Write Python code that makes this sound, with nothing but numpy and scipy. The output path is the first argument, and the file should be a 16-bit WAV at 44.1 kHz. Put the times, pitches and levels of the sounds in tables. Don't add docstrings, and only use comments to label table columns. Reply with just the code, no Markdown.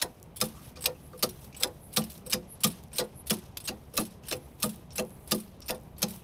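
import sys
import numpy as np
from scipy import signal
from scipy.io import wavfile
from scipy.ndimage import uniform_filter1d

SR = 44100
rng = np.random.default_rng(int(sys.argv[2]) if len(sys.argv) > 2 else 0)


def transcribe(signal):
    frames = np.atleast_2d(signal).T
    limited = np.clip(frames, -1, 1)
    pcm = np.round(limited * 32767).astype(np.int16)
    wavfile.write(sys.argv[1], SR, pcm)


def volts_from_db(level):
    exponent = np.asarray(level, float) / 20
    return 10 ** exponent


N = 274743

TOUCH_SPREAD_DB, GRIP_DETUNE = 2.2, 0.035
FLICKER_DB = 0.9


def rms_one(x):
    return x / np.sqrt(np.mean(x ** 2) + 1e-20)


def early_one(rows):
    return rows / np.sqrt(uniform_filter1d(rows ** 2, size=130, axis=1).max(axis=1, keepdims=True))


def band(x, low_hz, high_hz, order=2):
    return signal.sosfilt(signal.butter(order, [low_hz, high_hz], "band", fs=SR, output="sos"), x)


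def high_pass(x, hz, order):
    return signal.sosfilt(signal.butter(order, hz, "high", fs=SR, output="sos"), x)


def drift(rate_hz):
    r = np.exp(-80 * np.pi * rate_hz / SR)
    slow = signal.lfilter([1], [1, -2 * r, r * r], rng.standard_normal(N // 40 + 2002))
    slow = rms_one(slow[2000:])
    return np.interp(np.arange(N) / 40, np.arange(len(slow)), slow)


def coloured(spectrum, patchy_db):
    hz_points, db_points = np.transpose(spectrum)
    edges = 25 * 2 ** np.arange(0, 9.4, 1 / 3)
    together = drift(38)
    white = rng.standard_normal((2, N))
    out = 0
    for k, (low, high) in enumerate(zip(edges, edges[1:])):
        if hz_points[0] < high and low < hz_points[-1]:
            level_db = np.interp(np.log(low * high) / 2, np.log(hz_points), db_points)
            flicker_db = patchy_db * (0.78 * together + drift(24))
            out = out + volts_from_db(level_db + flicker_db) * band(white[k % 2], low, high)
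    return rms_one(out)


def struck(force, modes, spread_db, detune=0):
    luck = rng.standard_normal((len(force), len(modes), 2))
    longest_s = max(m[2] for m in modes)
    t = np.arange(min(force.shape[1], round(longest_s * SR))) / SR
    ring = 0
    for k, (hz, level_db, t60) in enumerate(modes):
        height = volts_from_db(level_db + spread_db * luck[:, k, :1] - 60 * t / t60) / np.sqrt(t60)
        ring = ring + height * np.sin(2 * np.pi * hz * (1 + detune * luck[:, k, 1:]) * t)
    return early_one(signal.fftconvolve(force, ring, axes=1)[:, :force.shape[1]])


def place(times, rows):
    out = np.zeros(N + rows.shape[1])
    for s, row in zip(times, rows):
        i = max(round(s * SR), 0)
        out[i:i + len(row)] += row
    return out[:N]


def yard():
    # (frequency [Hz], level per Hz [dB])
    traffic = [(22, -27), (35, -8), (50, -11), (66, 4), (85, -5), (140, -1.5), (260, -11), (516, -15),
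               (800, -18.5), (1160, -25), (1500, -33), (2350, -32), (5880, -47.5), (15500, -69)]
    return volts_from_db(-50) * coloured(traffic, patchy_db=1.4)


def contacts():
    # (time [s], clank [dB], ring [Hz])
    nudges = [(0.0, -52, 4150), (0.7574, -51.5, 2430), (0.769, -51, 4660), (1.129, -63.5, 4440),
              (1.5263, -54, 2540), (1.546, -47.5, 2900), (1.922, -65, 4900), (2.019, -44.5, 3000),
              (2.152, -57, 4000), (2.917, -58, 2530), (4.2345, -54, 2740), (4.252, -57, 3020),
              (4.274, -56, 3020), (4.906, -53, 5540), (4.919, -57, 5380), (5.565, -73, 4000),
              (5.6033, -65, 5630), (5.965, -63.5, 4500), (5.618, -51, 5500)]
    # (time
    # [s], clank [dB], ring [Hz], chatter t60 [s])
    knocks = [(0.0156, -31, 4000, 0.054), (0.0188, -26, 5080, 0.024), (.0235, -22, 10460, 0.034),
              (0.841, -34.5, 8040, 0.065), (0.8573, -22, 5300, .02), (.8595, -16, 2830, 0.03),
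              (1.625, -32, 7700, 0.082), (1.6338, -15.5, 4020, 0.038), (2.3147, -34, 7940, 0.059),
              (2.3243, -27.5, 3000, 0.087), (2.3317, -19, 4950, 0.028), (2.6465, -22.5, 7500, .03),
              (2.9835, -22, 8000, 0.081), (2.998, -30.5, 4950, 0.05), (3.5705, -41.5, 3400, 0.015),
              (3.572, -31.5, 12900, 0.034), (3.675, -35, 4170, 0.091), (3.682, -30, 2800, 0.061),
              (3.688, -30.5, 4630, 0.017), (4.3098, -38.5, 4100, 0.068), (4.3132, -29.5, 3700, 0.012),
              (4.3241, -28.5, 2830, 0.046), (4.975, -41, 11900, 0.065), (4.9815, -26.5, 2720, 0.049),
              (4.9958, -30.5, 3200, 0.037), (5.6825, -37.5, 13350, 0.094), (5.6873, -39, 5200, 0.14),
              (5.692, -32.5, 2700, 0.072), (5.707, -25.5, 9030, 0.024)]
    # (time [s], tick [dB])
    shivers = [(.034, -41), (.452, -35), (.462, -44), (.498, -54), (1.243, -46), (1.259, -40), (1.306, -45),
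               (1.671, -45), (1.94, -43), (1.98, -28), (1.992, -30.5), (2.006, -38), (2.103, -44),
               (2.302, -31.5), (2.342, -44), (2.607, -41), (2.665, -25), (2.672, -27.5), (2.712, -41),
               (3.047, -55), (3.273, -47), (3.281, -47), (3.326, -30), (3.384, -44), (3.618, -54),
               (3.991, -28.5), (4.0, -29), (4.061, -45), (4.256, -52), (4.266, -44), (4.292, -39),
               (4.353, -45), (4.365, -43.5), (4.642, -26.5), (4.658, -29.5), (4.928, -48), (4.96, -38),
               (4.99, -34), (5.346, -31), (5.4, -38), (5.7, -36), (6.105, -36.5)]
    # (time [s], tick [dB])
    turns_down = [(.3595, -40.5), (.3662, -35), (1.176, -45.5), (1.19, -41.5), (1.928, -41), (1.9352, -37),
                  (2.6043, -41), (3.2597, -50), (3.2684, -32.5), (3.938, -39.5), (3.945, -47),
                  (3.954, -40.5), (4.6, -41), (5.274, -40), (5.981, -42), (5.9883, -48)]
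    # (time [s], tick [dB])
    seatings = [
        (.4024, -30),
        (1.2258, -17.5),
        (1.963, -20.5),
        (2.6352, -16.5),
        (3.298, -20.5),
        (3.968, -23.5),
        (4.624, -23),
        (5.3104, -24),
        (6.0194, -22),
    ]
    # (time [s], clank under 7 kHz [dB], tick over 7 kHz [dB], strongest ring [Hz])
    landings = [
        (0.4129, -21, -14.5, 5300),
        (1.2318, -18.5, -19, 4500),
        (1.9707, -18, -18, 4160),
        (2.642, -18, -14, 5090),
        (3.306, -20, -18, 3080),
        (3.976, -19.5, -19.5, 2660),
        (4.63, -21, -19, 11000),
        (5.319, -19.5, -17.5, 5080),
        (6.028, -20, -18.5, 5200),
    ]
    # (time [s], tick [dB])
    rebounds = [(.439, -31), (.4837, -44), (.4979, -59), (1.2626, -58), (1.2902, -37), (1.4424, -47),
                (2.0379, -36), (2.0987, -41), (2.7016, -38), (3.0386, -47), (3.3355, -32), (3.3656, -45),
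                (3.6015, -39), (4.008, -33), (4.0326, -43), (4.0518, -38.5), (4.1065, -52), (4.6912, -38),
                (5.3798, -43), (5.7453, -44), (6.083, -38), (6.0966, -44)]
    # (time [s], tick [dB])
    slides_up = [(.8077, -40), (.8214, -35.5), (1.5644, -40.5), (1.5746, -48), (1.598, -37),
                 (1.6044, -33.5), (2.2623, -37.5), (2.2977, -32.5), (2.9306, -39), (2.9573, -34),
                 (2.9676, -34), (3.6403, -43), (3.6514, -35), (4.2839, -29), (4.9293, -59), (4.9557, -32.5),
                 (5.6597, -44)]

    rows = [(s, clank_db, tick_db, hz, 0.042, -5, 1) for s, clank_db, tick_db, hz in landings]
    rows += [(s, db, db + 2, hz, t60, -3, 0.93) for s, db, hz, t60 in knocks]
    rows += [(s, db, db - 6, hz, 0.042, -3, 0.33) for s, db, hz in nudges]
    # clank dB from tick, ring Hz, chatter t60 s, ring dB, sharpness of the edge 0-1
    kinds = [(seatings, -10, 9800, 0.07, -12, 0.5),
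             (turns_down, -14, 11500, 0.075, -9, 0.15),
             (slides_up, -14, 8500, 0.08, -5, 0.25),
             (rebounds, -8, 10700, 0.07, -11, 0.25),
             (shivers, -14, 10500, 0.052, -11, 0.1)]
    for touches, clank_db, hz, t60, ring_db, edge in kinds:
        for s, db in touches:
            ring_hz = hz * (1 + 0.07 * rng.standard_normal())
            rows.append((s, db + clank_db, db, ring_hz, t60, ring_db, edge))
    return rows


def lever():
    # (frequency [Hz], level [dB], t60 [s])
    low_modes = [(2550, -6, .012), (2830, -2, .015), (3230, -1, .022), (3770, -2, .02), (4150, -1, .015),
                 (4520, -1, .02), (5050, 0, .018), (5450, 1, .025), (6400, -2, .018)]
    # (frequency [Hz], level [dB], t60 [s])
    high_modes = [(7600, -5, .012), (8500, -2, .025), (9300, -2, .015), (10300, 0, .02), (10800, -2, .015),
                  (11600, -3, .02), (12700, -3, .015), (13500, -5, .012), (14500, -6, .012)]
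    s, clank_db, tick_db, ring_hz, t60, ring_db, edge = np.array(contacts()).T[:, :, None]
    t = np.arange(5000) / SR
    edge = edge.clip(0, 1)

    clump_db = 2.6 * np.repeat(rng.standard_normal((len(s), 100)), 50, axis=1)
    slips = rng.standard_normal((len(s), len(t))) * volts_from_db(clump_db)
    closing = 1 - (1 - 1.07 * edge) * np.exp(-t / 0.00083)
    dying = volts_from_db(-60 * t / np.clip(t60, 0.004, 0.2))
    click = 1.56 * edge * np.exp(-t / 0.00042)
    chatter = slips * (closing * dying + click)

    clank = struck(chatter, low_modes, TOUCH_SPREAD_DB, GRIP_DETUNE)
    clank += 1.1 * early_one(band(chatter, 2100, 6900, order=3))
    tick = struck(chatter, high_modes, TOUCH_SPREAD_DB, GRIP_DETUNE)
    tick += 1.316 * early_one(band(chatter * volts_from_db(-80 * t), 7400, 18900, order=3))

    song = np.sin(2 * np.pi * ring_hz * t[:1500]) * volts_from_db(-60 * t[:1500] / 0.015)
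    song = early_one(signal.fftconvolve(chatter, song, axes=1)[:, :len(t)])
    touch_db = np.where(ring_hz < 7000, clank_db, tick_db)
    song_db = touch_db + ring_db - 8 + 0.44 * np.clip(-17.0 - touch_db, 0, 25)
    body = 0.5 * (clank * volts_from_db(clank_db) + tick * volts_from_db(tick_db))
    return place(s[:, 0], body + song * volts_from_db(song_db))


def echoes(x):
    # (delay [s], level [dB])
    paths = [
        (0.009, -4),
        (0.021, -16.5),
        (0.037, -23),
        (.061, -37.5),
        (.09, -44),
    ]
    t = np.arange(6000) / SR
    smear = rng.standard_normal(len(t))
    answer = 0
    for s, db in paths:
        answer = answer + volts_from_db(db) * np.exp(-((t - s) / (0.2 * s)) ** 2) / np.sqrt(s * SR)
    return signal.lfilter([0.6], [1, -0.4], signal.fftconvolve(x, answer * smear)[:N])


def flow():
    # (start [s], rush [dB], rush at rest [dB], seal rub at rest [dB])
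    refilling = [
        (0.0, -51.5, -80, -83),
        (.79, -60.5, -71.5, -70),
        (1.59, -61, -73, -69),
        (2.29, -70, -68.5, -92),
        (2.945, -57.5, -74.5, -86),
        (3.63, -66, -74, -76),
        (4.26, -58, -74, -73),
        (4.94, -73, -75, -68),
        (5.64, -66, -80, -79.5),
    ]
    # (start [s], rush [dB], hold [s], seal rub at the end of the hold [dB])
    pressing = [
        (0.405, -59.5, 0.29, -63),
        (1.22, -61, 0.23, -61.5),
        (1.948, -59.5, 0.21, -58.5),
        (2.635, -56.5, 0.13, -68),
        (3.302, -56.5, 0.084, -76),
        (3.952, -61, 0.17, -78),
        (4.614, -55, 0.073, -56.5),
        (5.3, -55.5, 0.068, -59),
        (6.01, -56.5, .13, -57),
    ]
    ends = [row[0] for row in refilling[1:]] + [N / SR + 0.1]
    onset_s, onset_rub_db = 0.042, -12.5
    rows = []
    for refill, press, end_s in zip(refilling, pressing, ends):
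        up_s, up_db, rest_db, rest_rub_db = refill
        down_s, down_db, hold_s, rub_db = press
        rows += [(up_s, up_db, up_db + onset_rub_db),
                 (up_s + 0.083, -67, -72),
                 (down_s - onset_s, rest_db, rest_rub_db),
                 (down_s, down_db, down_db + onset_rub_db),
                 (down_s + hold_s, down_db - 1, rub_db),
                 (end_s - onset_s, -75.5, -84.5)]
    return rows


def oil():
    # (frequency [Hz], level per Hz [dB])
    rush_spectrum = [(900, -9.5), (1500, -14), (2200, -14.5), (3200, -10), (4400, -15), (5400, -11),
                     (7000, -20), (9000, -16.5), (12000, -16)]
    # (frequency [Hz], level per Hz [dB])
    rub_spectrum = [(3000, -44.5), (6000, -19), (8500, -5.5), (10500, 3), (12000, -2), (14000, 1.5),
                    (15800, -14.5)]
    # (peak [s], rise [s], fall [s], level [dB])
    puffs = [
        (0.661, 0.02, 0.02, -56),
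        (1.075, 0.054, 0.011, -59),
        (1.845, 0.028, 0.038, -54),
        (2.53, 0.034, 0.023, -47),
        (3.205, 0.041, 0.016, -49),
        (4.45, 0.048, 0.018, -64),
        (5.151, 0.17, 0.013, -61.5),
    ]
    t = np.arange(N) / SR
    s, rush_db, rub_db = np.transpose(flow())
    rush = volts_from_db(np.interp(t, s, rush_db) + 2.0) * coloured(rush_spectrum, patchy_db=1.8)
    rub = volts_from_db(np.interp(t, s, rub_db) + 5.5) * coloured(rub_spectrum, patchy_db=FLICKER_DB)

    valve_hz, width_hz = 10800, 1600
    jet = band(rng.standard_normal(N), valve_hz - width_hz / 2, valve_hz + width_hz / 2, order=3)
    opening = 0
    for at, rise, fall, db in puffs:
        opening = opening + volts_from_db(db) * np.exp(-((t - at) / np.where(t < at, rise, fall)) ** 2)
    return (rush + rub) * volts_from_db(FLICKER_DB * drift(90)) + opening * rms_one(jet)


def blows():
    # (time [s], panel [dB], boom [dB], bracket [dB])
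    tugs_up = [
        (.02, -16.5, -54, -38),
        (0.859, -19.5, -53, -33),
        (1.636, -17, -68, -33.5),
        (2.329, -23.5, -32.5, -33.5),
        (2.986, -15.5, -39, -27.5),
        (3.685, -21.5, -40.5, -41),
        (4.313, -21, -50, -32),
        (4.981, -23, -37.5, -29.5),
        (5.694, -17.5, -39.5, -35),
    ]
    # (time [s], panel [dB], boom [dB], socket [dB], bracket [dB])
    shoves_down = [
        (.414, -14.5, -29.5, -28.5, -33),
        (1.227, -15.5, -32, -30, -28),
        (1.969, -13, -25, -29.5, -32),
        (2.642, -16, -24, -25, -32.5),
        (3.304, -14.5, -24.5, -38.5, -30.5),
        (3.977, -14, -29, -26.5, -35.5),
        (4.634, -20.5, -27.5, -27, -35),
        (5.315, -18, -27.5, -30, -32),
        (6.025, -16.5, -28, -39.5, -35),
    ]
    # (time [s], panel [dB], bracket [dB], socket [dB])
    slacks = [
        (0.768, -31, -48, -54),
        (0.838, -24, -44, -61),
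        (1.132, -42, -41.5, -45.5),
        (1.607, -26, -44, -52),
        (2.26, -43, -41, -54),
        (3.938, -54, -42, -52),
    ]
    rows = [(s, panel_db, boom_db, bracket_db, socket_db, 0.011)
            for s, panel_db, boom_db, socket_db, bracket_db in shoves_down]
    rows += [(s, panel_db, boom_db, bracket_db, bracket_db - 11.5, 0.016)
             for s, panel_db, boom_db, bracket_db in tugs_up]
    rows += [(s, panel_db, -61, bracket_db, socket_db, 0.0091)
             for s, panel_db, bracket_db, socket_db in slacks]
    return rows


def truck():
    # (frequency [Hz], level [dB], t60 [s])
    boom = [(147, -7.5, 0.073), (167.5, 1.5, 0.16), (185.2, -6, 0.5), (217.9, -0.5, 0.24)]
    # (frequency [Hz], level [dB], t60 [s])
    bracket = [(470, -1, 0.09), (499, 5, 0.08), (541, 2, 0.09)]
    # (frequency [Hz], level [dB], t60 [s])
    socket = [(1154, -9.5, 0.11), (1190, -8, 0.051), (1286, -2, 0.073)]
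    # (frequency [Hz], level [dB], t60 [s])
    panel = [(695, -3, .06), (760, -4, .06), (820, -4, .06), (890, -4, .06), (980, -7, .05),
             (1060, -9, .05), (1400, -9, .04), (1800, -9, .04)]
    s, panel_db, boom_db, bracket_db, socket_db, build_s = np.array(blows()).T[:, :, None]
    t = np.arange(15000) / SR
    noise = rng.standard_normal((len(s), len(t)))

    def shove(share, bounce_hz=0, bounce=0):
        x = t / (share * np.clip(build_s, 0.003, 0.03))
        return (noise + bounce * np.cos(2 * np.pi * bounce_hz * t)) * x * np.exp(-x)

    rows = struck(shove(1.35, bounce_hz=205.4, bounce=0.25), boom, 1.0, 0.009) * volts_from_db(boom_db)
    rows += struck(shove(0.99, bounce_hz=505.5, bounce=0.18), bracket, 1.6, 0.017) * volts_from_db(bracket_db - 1.5)
    rows += struck(shove(0.38, bounce_hz=1199, bounce=0.34), socket, 3.1, 0.014) * volts_from_db(socket_db - 3.2)
    rows += struck(shove(0.83), panel, TOUCH_SPREAD_DB, GRIP_DETUNE) * volts_from_db(panel_db - 21.5)
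    rows += early_one(band(shove(1.8), 280, 720)) * volts_from_db(panel_db - 29.5)
    return high_pass(place(s[:, 0], rows), 125, order=4)


def far_parts():
    # (frequency [Hz], level [dB], t60 [s])
    tank = [(257, -3.5, .1), (313.5, -1, 0.088), (361.4, 2, 0.13), (390.5, -7, 0.06)]
    # (frequency [Hz], level [dB], t60 [s])
    step = [(591, -4.5, 0.057), (634, 3, 0.12), (690, -13, 0.06)]
    # (frequency [Hz], level [dB], t60 [s])
    clamp = [(1484, -5.5, 0.018), (1677, 1.5, .025), (1857, 1.5, .02)]
    # (time [s], tank [dB], step [dB], clamp [dB])
    draws = [(.02, -44.5, -39.5, -32.5), (.414, -37.5, -36, -53), (.859, -69, -42, -59),
             (1.227, -32, -30, -55), (1.634, -40, -49, -33.5), (1.969, -38.5, -43, -57),
             (2.335, -35.5, -46, -36), (2.642, -36.5, -46, -43), (2.995, -37, -37.5, -43),
             (3.304, -36.5, -37, -38.5), (3.685, -38.5, -44, -43), (3.976, -32, -37, -43.5),
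             (4.313, -35, -37, -37.5), (4.633, -37.5, -34.5, -43), (4.99, -33.5, -30, -42),
             (5.315, -32.5, -34.5, -37), (5.694, -41.5, -33.5, -38.5), (6.025, -39, -38.5, -42)]
    s, *levels_db = np.array(draws).T[:, :, None]
    t = np.arange(9000) / SR
    rows = 0
    for modes, build_s, db in zip((tank, step, clamp), (0.017, 0.0074, 0.0036), levels_db):
        force = rng.standard_normal((len(s), len(t))) * t * np.exp(-t / build_s)
        rows = rows + struck(force, modes, 2.2, 0.016) * volts_from_db(db)
    return place(s[:, 0], rows)


def snaps():
    # (time [s], tick [dB])
    releases = [(.2, -47), (.229, -35), (.24, -48), (.267, -67), (.297, -69), (.348, -57), (2.12, -34),
                (2.131, -40), (2.142, -40), (2.164, -48), (2.179, -35.5), (2.831, -48), (2.838, -40),
                (2.877, -53), (2.884, -51), (3.44, -44), (4.761, -40), (5.025, -40), (5.051, -43),
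                (5.095, -44), (5.106, -43), (5.152, -56), (5.166, -58), (5.605, -38), (5.781, -48),
                (5.801, -50), (5.813, -50), (5.836, -50), (6.163, -37)]
    s, db = np.array(releases).T[:, :, None]
    t = np.arange(400) / SR
    snap_s = 0.0003
    burst = rng.standard_normal((len(s), len(t))) * t * np.exp(-t / snap_s)
    return place(s[:, 0] - 2 * snap_s, early_one(band(burst, 5500, 21600)) * volts_from_db(db - 6.5))


def friction():
    # (start [s], length [s], level [dB], frequency [Hz])
    squeaks = [
        (0.54, 0.098, -61, 1180),
        (0.35, 0.074, -61, 3400),
        (0.94, 0.034, -64, 2600),
        (1.6, .08, -64.5, 5600),
    ]
    # (start [s], length [s], level [dB])
    drags = [(0.757, .045, -59), (1.18, .045, -63), (3.93, 0.036, -55), (4.22, .05, -79), (0.81, 0.06, -55),
             (1.553, 0.064, -65), (2.247, 0.051, -57), (2.93, 0.066, -53), (3.65, 0.045, -58),
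             (4.263, 0.051, -57), (4.903, 0.071, -59), (5.61, 0.1, -63)]
    # (frequency [Hz], width [Hz], level [dB])
    guide_bands = [(2920, 360, -7), (4000, 940, -21), (5300, 330, 2), (8800, 500, -3)]
    t = np.arange(N) / SR
    slips = rng.random(N) < 1200 / SR
    strength = volts_from_db(4.5 * rng.exponential(1, N).clip(0, 4))
    grit = rms_one(slips * strength * rng.choice([-1, 1], N) + 1e-9)

    def swell(s, length, db):
        return volts_from_db(db) * np.sqrt(np.sin(np.pi * np.clip((t - s) / length, 0, 1)).clip(0))

    guide = sum(volts_from_db(db) * band(grit, hz - width / 2, hz + width / 2, order=1)
                for hz, width, db in guide_bands)
    out = rms_one(guide) * sum(swell(*row) for row in drags)
    for s, length, db, hz in squeaks:
        out += swell(s, length, db) * rms_one(band(grit, hz - 31.5, hz + 31.5, order=1))
    return out


def scene():
    metal = high_pass(lever(), 900, order=2) + friction()
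    pump = metal + echoes(metal) + snaps() + oil()
    return (pump + truck() + far_parts() + yard())[None]


def band_limit(x):
    return signal.sosfilt(signal.butter(12, 16960, fs=SR, output="sos"), x)


def record(dry):
    rounded = 0.7 * np.tanh(dry / 0.7)
    top_cut = signal.cheby2(12, 45, 15800 * 1.02, fs=SR, output="sos")
    return band_limit(signal.sosfilt(top_cut, rounded))


dry = scene()
out = record(dry)
transcribe(out)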